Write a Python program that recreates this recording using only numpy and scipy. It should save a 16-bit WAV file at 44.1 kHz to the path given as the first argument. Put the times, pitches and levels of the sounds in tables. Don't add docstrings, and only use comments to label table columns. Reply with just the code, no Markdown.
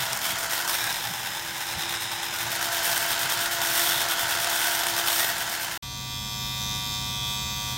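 import sys
import numpy as np
from scipy import signal
from scipy.fft import rfft, irfft
from scipy.io import wavfile
from scipy.ndimage import uniform_filter1d, map_coordinates

SR = 44100
rng = np.random.default_rng(int(sys.argv[2]) if len(sys.argv) > 2 else 0)


def unload_audio(sound):
    columns = np.transpose(np.atleast_2d(sound))
    steps = np.round(np.clip(columns, -1, 1) * 32767)
    wavfile.write(sys.argv[1], SR, steps.astype(np.int16))


N = 342657
T = np.arange(N) / SR
CLIPPER_END, TRIMMER_START = 5.777, 5.825

# time in seconds, lift (0 = blade on the fur, 1 = lifted away).
LIFT = [(0, 0.17), (.66, 0.014), (.9, 0.67), (1.4, 0.55), (2.3, 0.9), (2.62, 0.047), (5.77, 0.062)]
# centre in Hz, width in Hz, boost in dB.
BLADE_RESONANCES = [(3600, 430, 1.1), (5510, 600, 6.4), (8700, 550, 7), (11990, 620, 6), (14400, 570, 2.6)]
# position as a share of the stroke, relative level in dB,
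# centre in Hz, width in octaves, decay in seconds, share of bare click.
STROKE_KNOCKS = [(.46, 0, 4500, 1.25, .0012, .55), (.54, -4, 4200, .7, .0007, .2),
                 (.01, -1.5, 3500, .7, .001, .4), (.14, -4, 9500, .3, .0004, .5),
                 (.69, -1.5, 12500, .14, .0006, .2)]
# held level in dB, rise in dB,
# rise time in seconds.
TRIMMER_SWELLS = [(-38, 6, 0.85), (-34.5, 5, 0.83), (-35.5, 6, 0.73)]


def amp(db):
    return 10 ** (np.asarray(db) / 20)


def unit(x):
    return x / np.sqrt(np.mean(abs(x) ** 2) + 1e-20)


def band_unit(x, band):
    band_pass = signal.butter(4, band, "band", fs=SR, output="sos")
    return x / np.std(signal.sosfilt(band_pass, x))


def follow(rows):
    seconds, *columns = np.transpose(rows)
    return [np.interp(T, seconds, column) for column in columns]


def drift(rate):
    points = rng.standard_normal(N // 16)
    return unit(map_coordinates(points, [T * rate], order=2, mode="wrap"))


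def shape(slope, resonances=()):
    slope_hz, slope_db = np.transpose(slope)

    def response(hz):
        base = np.interp(np.log(hz + 1), np.log(slope_hz + 1), slope_db)
        bells = sum(db * np.exp(-((hz - centre) / width) ** 2) for centre, width, db in resonances)
        return base + bells
    return response


def colour(x, response, size=4096):
    log_gain = np.log(amp(response(abs(np.fft.fftfreq(size, 1 / SR)))))
    taps = np.fft.ifft(np.exp(np.conj(signal.hilbert(log_gain)))).real
    return signal.oaconvolve(x, taps)[:N]


def resonate(x, hz, width_hz):
    turn = np.exp(2j * np.pi * np.cumsum(hz) / SR)
    r = np.exp(-np.pi * width_hz / SR)
    return (turn * signal.lfilter([(1 - r) ** 2], [1, -2 * r, r * r], x / turn)).real


def impacts(strength, per_s, spread_db):
    size = amp(spread_db * np.minimum(rng.exponential(1, N), 4)) * rng.choice([-1, 1], N)
    return unit(strength * size * (rng.random(N) < per_s / SR))


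def decaying(kicks, decay_s):
    return signal.lfilter([1], [1, -np.exp(-1 / (SR * decay_s))], kicks)


def swell(held_db, rise_db, rise_s):
    return amp(held_db - rise_db * np.clip(1 - (T - TRIMMER_START) / rise_s, 0, 1))


def room():
    # frequency in Hz, relative level in dB.
    hum_lines = [(49, -48.5), (78.3, -55), (99, -55), (128.4, -39.5)]
    # frequency in Hz, relative level in dB.
    rumble_slope = [(15, -32), (35, -13), (75, 2.5), (150, -3.5), (215, -2), (250, -9), (400, -18),
                    (900, -20.5), (1500, -26.5), (3000, -28), (6000, -29), (9000, -36), (16000, -42)]
    hum = 0
    for hz, db in hum_lines:
        level = amp(db + drift(5))
        hum = hum + level * np.sqrt(2) * np.sin(2 * np.pi * hz * T + 0.24 * drift(4.5))
    rumble = amp(-39.0) * unit(colour(rng.standard_normal(N), shape(rumble_slope)))
    return swell(held_db=-37.5, rise_db=4.5, rise_s=0.65) * unit(hum + rumble)


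def handling():
    # frequency in Hz, relative level in dB.
    floor_slope = [(15, -26), (45, -5), (80, -3), (120, 5), (170, -2), (260, -6), (600, -21), (16000, -40)]
    # middle in seconds, half-length in seconds, pitch in Hz, relative peak in dB.
    soft_bumps = [(.02, .025, 115, -40), (.13, .02, 130, -44), (1.075, .02, 120, -41),
                  (1.11, .02, 170, -41), (1.77, .012, 80, -37), (1.785, .012, 165, -37),
                  (2.07, .02, 115, -44), (2.45, .035, 112, -43), (3.25, .015, 130, -41),
                  (3.96, .02, 125, -41), (4.25, .02, 115, -43), (4.36, .02, 115, -43),
                  (4.94, .02, 105, -45)]
    floor = amp(-49.5 + 1.4 * drift(6.1)) * unit(colour(rng.standard_normal(N), shape(floor_slope)))
    phase = .7 * drift(90)
    thuds = 0
    for s, length, hz, db in soft_bumps:
        envelope = np.exp(-((T - s) / length) ** 2)
        thuds = thuds + amp(db) * envelope * np.sin(2 * np.pi * hz * (T - s) + phase)
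    return floor + amp(1.5) * thuds


def teeth_hiss(turns):
    sliding = .5 + np.exp(-((turns - STROKE_KNOCKS[0][0]) % 1) / 0.16)
    response = shape([(500, -12), (2950, -14), (3500, 8), (4300, -7), (4750, -7), (5200, 2), (5650, -6),
                      (6250, 1), (6650, -9), (7300, -4), (8600, -16), (10500, -16), (12500, -6), (15000, -5)])
    fizz = unit(colour(impacts(sliding, per_s=6000, spread_db=3), response))
    return amp(-15.) * swell(*TRIMMER_SWELLS[2]) * fizz


def wandering(z, hz):
    wander_cycles = 2600
    per_s = np.fft.fftfreq(len(z), (T[-1] - TRIMMER_START) / len(z))[:, None]
    smoothing = np.exp(-(per_s * wander_cycles / hz) ** 2 / 2)
    z = np.fft.ifft(np.fft.fft(z, axis=0) * smoothing, axis=0)
    return z / np.sqrt(np.mean(abs(z) ** 2, 0))


def stroke_partials(hz, count=205, size=512):
    spread_db, slip_s = .6, .000007
    hand_change, echo = .8, .115
    k = np.arange(1, len(hz) + 1)
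    change = hand_change * np.minimum(hz / 7000, 1.2) ** 1.5
    grit = .16 * np.minimum(hz / 4000, 1) ** 2
    out = 0
    for at, db, centre_hz, octaves, decay_s, click_share in STROKE_KNOCKS:
        age = (np.arange(size) / size - at) % 1 / hz[0]
        noise = rng.standard_normal((count + 1, size)) * (np.exp(-age / decay_s) + echo)
        rings = unit(rfft(noise)[:, k])
        ring = (rings[0] + change * wandering(rings[1:], hz)) / np.sqrt(1 + change ** 2)
        ring = ring + grit * rings[:0:-1]
        click = np.exp(-2j * np.pi * k * at)
        force, delay = unit(uniform_filter1d(rng.standard_normal((2, count, 1)), size=7, axis=1))
        landing = amp(db + spread_db * force) * np.exp(-2j * np.pi * hz * slip_s * delay)
        band = np.exp(-(np.log2(hz / centre_hz) / octaves) ** 2 / 2)
        out = out + landing * band * (ring + click_share * click)
    return out / np.sqrt(np.mean(abs(out) ** 2, 0))


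def trimmer(count=150):
    # time in seconds, strokes per second.
    stroke_rate = [(5.84, 105.7), (6.217, 105.9), (6.428, 105.4), (6.668, 105.8), (6.908, 105.4),
                   (7.134, 105.7), (7.76, 105.5)]
    # multiple of the stroke rate, relative level in dB.
    low_partials = [(1, -24), (2, 1), (3, -31), (4, -35), (5, -6.5), (6, -9.5), (7, 4), (8, -3), (9, 10.5),
                    (10, -3.5), (11, 11.5), (12, -28), (13, -4.5), (14, 0.5), (15, -2.5), (16, -4),
                    (17, -3), (18, -3.5), (19, 4.5), (20, 0.5), (21, -18), (22, -1), (23, 8.5), (24, 5),
                    (25, 5), (26, -3.5), (27, -30), (28, -21.5), (29, -14), (30, -4.5), (31, -22), (32, -1),
                    (33, -6.5), (34, -1), (35, -3), (36, -9), (37, -6), (38, -16), (39, -10.5), (40, -17)]
    # frequency in Hz, relative level in dB.
    sheen = [(4330, -13), (4435, -22), (4540, -8), (4650, -13), (5070, -11), (5280, -7.5), (5490, -12),
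             (5650, -21), (5915, -9), (6130, -13), (6440, -8.5), (6560, -18), (6980, -19), (7180, -12),
             (7500, -17), (8500, -20), (9500, -26), (11000, -26), (11500, -21), (12300, -18), (12700, -24),
             (13200, -21), (14300, -25), (15500, -21)]
    # time in seconds, centre in Hz,
    # boost in dB.
    pressed_ring = [(5.83, 3500, 0), (6.07, 3400, .5), (6.19, 3400, 7), (6.3, 3570, 4), (6.55, 3600, 4),
                    (7.05, 3550, 3), (7.2, 3370, 8), (7.33, 3520, 7), (7.5, 3450, 5), (7.76, 3480, 4.5)]
    hz = np.arange(1, count + 1) * np.mean(np.array(stroke_rate)[:, 1])
    partial_db = shape(sheen)(hz)
    for multiple, db in low_partials:
        partial_db[round(multiple) - 1] = db
    stroke = stroke_partials(hz)
    moments = np.linspace(TRIMMER_START, T[-1], len(stroke))[:, None]
    ring_hz, ring_db = (np.interp(moments, T, curve) for curve in follow(pressed_ring))
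    ring = amp(ring_db * np.exp(-((hz - ring_hz) / 220) ** 2))
    partials = amp(partial_db) * stroke * ring / np.sqrt(np.mean(ring ** 2, 0))

    on = T >= TRIMMER_START
    turns = np.cumsum(follow(stroke_rate)[0]) / SR + 0.00025 * drift(90)
    position = np.linspace(0, len(partials) - 1, on.sum())
    part = np.searchsorted([2900, 4300], hz)  # body, blade ring, treble (edges in Hz)
    out = np.zeros(N)
    for i, band in enumerate(TRIMMER_SWELLS):
        cycles = irfft(np.pad(partials * (part == i), ((0, 0), (1, 0))), 4096)
        place = [position, turns[on] % 1 * cycles.shape[1]]
        wave = map_coordinates(cycles, place, order=1, mode="grid-wrap")
        out[on] += swell(*band)[on] * unit(wave)
    return out + teeth_hiss(turns)


def driven(level_db, by_effort, by_surge, lifted_db):
    # time in seconds, change in dB
    effort = [(0, -2.5), (.85, -2), (1.45, -6), (1.75, -3), (2.3, -3), (2.85, 0), (4, 0), (4.7, 0.5),
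              (5.3, -1.16), (5.77, -7)]
    # middle in seconds, half-length in seconds,
    # rise in dB (each part scales it).
    surges = [(.27, 0.13, 2), (0.553, 0.057, 3.5), (0.73, 0.12, 5), (.87, 0.097, 0.5), (2.859, 0.17, 2.5),
              (3.809, 0.25, 5), (4.656, 0.19, 1), (5.162, 0.22, 5), (5.626, 0.37, 4.5)]
    surge_db = 0
    for s, length, db in surges:
        surge_db = surge_db + db * np.cos(np.pi / 2 * np.clip((T - s) / length, -1, 1)) ** 4
    lift_db = lifted_db * follow(LIFT)[0]
    return amp(level_db + by_effort * follow(effort)[0] + by_surge * surge_db + lift_db)


def motor(turns):
    # time in seconds, rms level in dB.
    shaft_hum = [(0, -63), (.15, -62), (.27, -49), (.37, -60), (.55, -51), (.74, -49), (.88, -56),
                 (1.25, -61), (1.42, -49), (1.65, -57.5), (1.86, -48), (2.1, -54.5), (2.2, -49.5),
                 (3.2, -52), (3.8, -44.5), (4.1, -50.5), (5.2, -46), (5.4, -56.5), (5.77, -52)]
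    # multiple of the shaft speed, rms level on the fur in dB, dB more when lifted.
    higher_orders = [(3, -55, 0), (4, -59, 0), (9, -55.5, 6)]
    second = driven(level_db=-41.0, by_effort=1.5, by_surge=0.29, lifted_db=-19.0)
    orders = [(2, second)]
    for multiple, db, lifted_db in higher_orders:
        orders.append((multiple, amp(db + lifted_db * follow(LIFT)[0])))
    hum_level = amp(follow(shaft_hum)[0] + 1.2 * drift(22))
    hum = hum_level * np.sin(2 * np.pi * turns + .45 * drift(25))
    whine = 0
    for multiple, gain in orders:
        whine = whine + gain * amp(1.1 * drift(14)) * np.sin(2 * np.pi * (multiple * turns + rng.random()))
    return np.sqrt(2) * (hum + whine)


def chatter(turns, gear, scatter, decay_s, steady):
    reversals = np.diff(np.floor(turns / gear + scatter * drift(45)), prepend=0) > 0
    blows = decaying(reversals * rng.rayleigh(1, N), decay_s)
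    return steady + 2 * np.tanh(blows / 2)


def rattle(knocking, lift):
    # frequency in Hz, response in dB.
    housing_slope = [(60, -12.5), (250, -11), (480, -7), (650, 0), (1150, 0.5), (2400, 1), (4500, -1.5),
                     (8000, -8.5), (10000, -11), (16000, -22.5)]
    # centre in Hz, width in Hz, boost on the fur in dB, boost lifted in dB.
    housing = [(692, 34, 4, -11), (823, 133, 3, 8.5), (934, 55, 5.5, 1.5), (1343, 39, 5, -3),
               (1630, 100, 2.5, -1), (1800, 274, 3.5, 4.5), (2370, 130, -4.5, 2), (3073, 49, 6, -9),
               (3700, 340, 0, -2), (4500, 160, 2, -20), (5180, 230, 3, 7.5), (6940, 860, 4, 2),
               (8660, 250, -4, -11)]
    # time in seconds, centre in Hz.
    grip = [(0, 1480), (.6, 1460), (.87, 1550), (1.1, 1594), (2.7, 1510), (3, 1550), (3.5, 1460),
            (4.7, 1495), (5.2, 1500), (5.77, 1530)]
    hits = impacts(knocking + 0.45, per_s=14000, spread_db=1.85)
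    fur_resonances = [(hz, width, fur_db) for hz, width, fur_db, _ in housing]
    lifted_resonances = [(hz, width, lifted_db) for hz, width, _, lifted_db in housing]
    on_fur = colour(hits, shape(housing_slope, fur_resonances))
    lifted = colour(hits, shape(housing_slope, lifted_resonances))
    body = band_unit((1 - lift) * on_fur + lift * lifted, (600, 2400))
    honk_hits = impacts(knocking + 0.43, per_s=14000, spread_db=3.5)
    honk = unit(resonate(honk_hits, follow(grip)[0], width_hz=250))
    body_gain = driven(level_db=-32.5, by_effort=0.84, by_surge=0.19, lifted_db=0.2)
    honk_gain = driven(level_db=-36.5, by_effort=1.2, by_surge=.05, lifted_db=-7.0)
    return body_gain * body + honk_gain * honk


def slackening(ease_s, snap_s):
    # first snap in seconds, last snap in seconds, drop of the rasp in dB,
    # drop of the ring in dB.
    spells = [(.125, .125, -6, -1), (.21, .21, -7, -14), (.385, .495, -8, -4), (.675, .675, -6, -3),
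              (1.782, 2.33, -8, -1.5), (2.505, 2.83, -8, -3.5), (3.085, 3.085, -3, -3),
              (3.19, 3.615, -9, -4), (4.086, 4.497, -8, -5), (4.864, 5.064, -4, -3),
              (5.38, 5.715, -5.5, -2.5)]
    beat_s, slack_s = .108, 0.063
    db = np.zeros((2, N))
    for first, last, *drops in spells:
        for snap in np.linspace(first, last, round((last - first) / beat_s) + 1):
            slack = np.clip((T - snap + slack_s) / ease_s, 0, 1) * (T < snap)
            db += np.outer(drops, slack)
    pole = np.exp(-1 / (SR * snap_s))
    return signal.lfilter([1 - pole], [1, -pole], db)


def blade(knocking, lift):
    # frequency in Hz, response in dB.
    blade_slope = [(200, -32), (700, -5.5), (2000, 1), (4500, -2), (7000, -0.5), (10300, -1), (13000, 0),
                   (16000, 2)]
    # time in seconds, rms level in dB.
    ring_level = [(0, -38), (.65, -43), (.75, -36.5), (1, -37.5), (1.45, -43), (1.8, -37), (2.95, -41),
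                  (3.3, -40), (3.7, -37), (3.9, -30.5), (4.15, -37.5), (4.6, -36.5), (5.25, -37),
                  (5.77, -53)]
    rasp_db, ring_db = slackening(ease_s=0.03, snap_s=0.00058)
    rubbing = impacts(knocking + .5, per_s=9000, spread_db=0.0)
    steel = band_unit(colour(rubbing, shape(blade_slope, BLADE_RESONANCES)), (10000, 15800))
    ring_hits = impacts(knocking, per_s=12000, spread_db=1.5)
    ring = unit(resonate(ring_hits, 3470 + 230 * lift + 70 * drift(7), width_hz=640))
    rasp_gain = driven(level_db=-33.5, by_effort=1.6, by_surge=1.0, lifted_db=-1.5)
    return rasp_gain * amp(rasp_db) * steel + amp(follow(ring_level)[0] + ring_db) * ring


def singing(knocking, sharpness):
    # middle in seconds, half-length in seconds, pitch in Hz,
    # level in dB (rms before the swell).
    notes = [(.28, .2, 2250, -42), (.28, .15, 3250, -41), (.55, .15, 1950, -41), (.76, .1, 2060, -42),
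             (.8, .15, 5500, -42), (.85, .2, 2400, -43), (.87, .15, 1620, -37), (.92, .12, 708, -48),
             (1.22, .15, 1535, -42), (1.55, .2, 1620, -45), (2.0, .35, 3720, -42), (2.05, .35, 8700, -46),
             (2.38, .12, 1470, -39), (2.95, .2, 1530, -37), (3.85, .12, 1960, -39), (4.7, .12, 1505, -34),
             (5.24, .14, 1880, -35), (5.24, .12, 14350, -35)]
    out = np.zeros(N)
    for s, length, hz, db in notes:
        near = abs(T - s) < length
        noise = knocking[near] * rng.standard_normal(near.sum())
        ring = resonate(noise, np.full(near.sum(), hz), hz / sharpness)
        out[near] += amp(db) * unit(ring) * np.cos(np.pi / 2 * (T[near] - s) / length) ** 2
    return out


def choked(x):
    # start in seconds, end in seconds, change of the ringing band in dB.
    thick_fur = [(.14, .212, -4), (.36, .495, -3), (.63, .674, -3), (2.69, 2.727, -3), (3.47, 3.51, -4),
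                 (3.883, 3.891, -6)]
    db = sum(change * ((T > start) & (T < end)) for start, end, change in thick_fur)
    band_pass = signal.butter(2, (2200, 4900), "band", fs=SR, output="sos")
    ringing = signal.sosfiltfilt(band_pass, x)
    return x + (amp(uniform_filter1d(db * 1., size=300)) - 1) * ringing


def bites(knocking, rise_s, gain_db):
    # start in seconds, relative level in dB.
    tufts = np.array([(.215, -33), (.30, -33), (.505, -33), (2.63, -31), (2.73, -28), (2.86, -32),
                      (3.085, -25.5), (3.205, -31), (3.305, -25), (3.41, -28), (3.51, -29), (3.615, -29.5),
                      (3.845, -28), (4.085, -27), (4.19, -27.5), (4.305, -29), (4.41, -31), (5.065, -29)])
    age = np.maximum(T - tufts[:, :1], 0) / rise_s
    strength = amp(tufts[:, 1]) @ (age * np.exp(1 - age))
    response = shape([(500, -19), (2850, -21), (3080, -2.0), (3550, -2.5), (3800, -6), (4200, -25),
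                      (15000, -13.5)])
    snapping = impacts(knocking, per_s=9000, spread_db=1.0)
    return amp(gain_db) * strength * unit(colour(snapping, response))


def bursts(rows, decay_s):
    kicks = np.zeros(N)
    for s, db in rows:
        kicks[round(s * SR)] = amp(db)
    return decaying(kicks, decay_s) * rng.standard_normal(N)


def clacks(decay_s, gain_db):
    # start in seconds, relative level in dB.
    strikes = [(.055, -17), (.103, -18), (0.1311, -8.5), (.151, -18), (0.1735, -11), (.191, -18),
               (0.2563, -14.5), (0.386, -14), (.405, -19), (0.4374, -14), (.447, -18), (0.462, -14),
               (0.5082, -14), (0.5327, -10), (.612, -16), (.647, -17), (0.6774, -9), (0.6948, -10.5),
               (0.8415, -14), (0.8674, -12), (0.9268, -14), (1.0525, -20), (1.5808, -17), (1.729, -16),
               (1.8886, -19), (2.0103, -17), (2.0328, -17), (2.387, -15), (2.5042, -18), (2.5177, -15),
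               (2.5601, -15), (2.6284, -15), (2.7292, -15), (2.829, -16), (2.8519, -12), (2.9781, -10),
               (3.1517, -15), (3.257, -16), (3.3223, -8), (3.3737, -13), (3.3922, -16), (3.4126, -15),
               (3.46, -15), (3.5857, -16), (3.6177, -13), (3.8921, -9), (4.0622, -17), (4.0861, -11),
               (4.1944, -12), (4.283, -16), (4.3091, -13), (4.356, -13), (4.4019, -14), (4.4448, -11),
               (4.474, -13), (4.4957, -12), (4.558, -14), (4.5984, -12), (4.792, -12), (4.8683, -8),
               (5.0624, -15), (5.1312, -12), (5.382, -13), (5.4979, -17)]
    slope = [(200, -17.0), (800, -0.5), (1600, 3.5), (3000, -4.5), (7000, -4), (15000, -5.0)]
    crack = bursts(strikes, decay_s=.0004)
    ring = bursts(strikes, decay_s)
    return colour(amp(gain_db) * ring + 0.51 * crack, shape(slope, BLADE_RESONANCES[:3]))


def clipper():
    # time in seconds, turns per second.
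    motor_speed = [(0, 332), (.45, 335), (.7, 339), (1.3, 337), (2.2, 341), (3, 340), (3.3, 342),
                   (4.3, 340), (5.3, 342), (5.77, 340)]
    lift = np.clip(follow(LIFT)[0], 0, 1)
    flutter = (1 - .7 * lift) * (.0035 * drift(35) + .0035 * drift(8))
    turns = np.cumsum(follow(motor_speed)[0] * (1 + flutter)) / SR
    knocking = chatter(turns, gear=4.7, scatter=.4, decay_s=0.0034, steady=1.0 - 0.21 * lift)
    running = rattle(knocking, lift) + blade(knocking, lift) + singing(knocking, sharpness=17)
    biting = bites(knocking, rise_s=0.018, gain_db=-3.5)
    return motor(turns) + choked(running) + biting + clacks(decay_s=0.0025, gain_db=-7.0)


def scene():
    first = (clipper() + handling()) * (T < CLIPPER_END)
    second = (trimmer() + room()) * (T >= TRIMMER_START)
    mono = first + second
    return np.array([mono, mono])


def record(dry):
    edge_hz = 15850
    low_pass = signal.firwin(801, edge_hz, window=("kaiser", 9), fs=SR)
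    return signal.oaconvolve(dry, low_pass[None], "same")


dry = scene()
out = record(dry)
unload_audio(out)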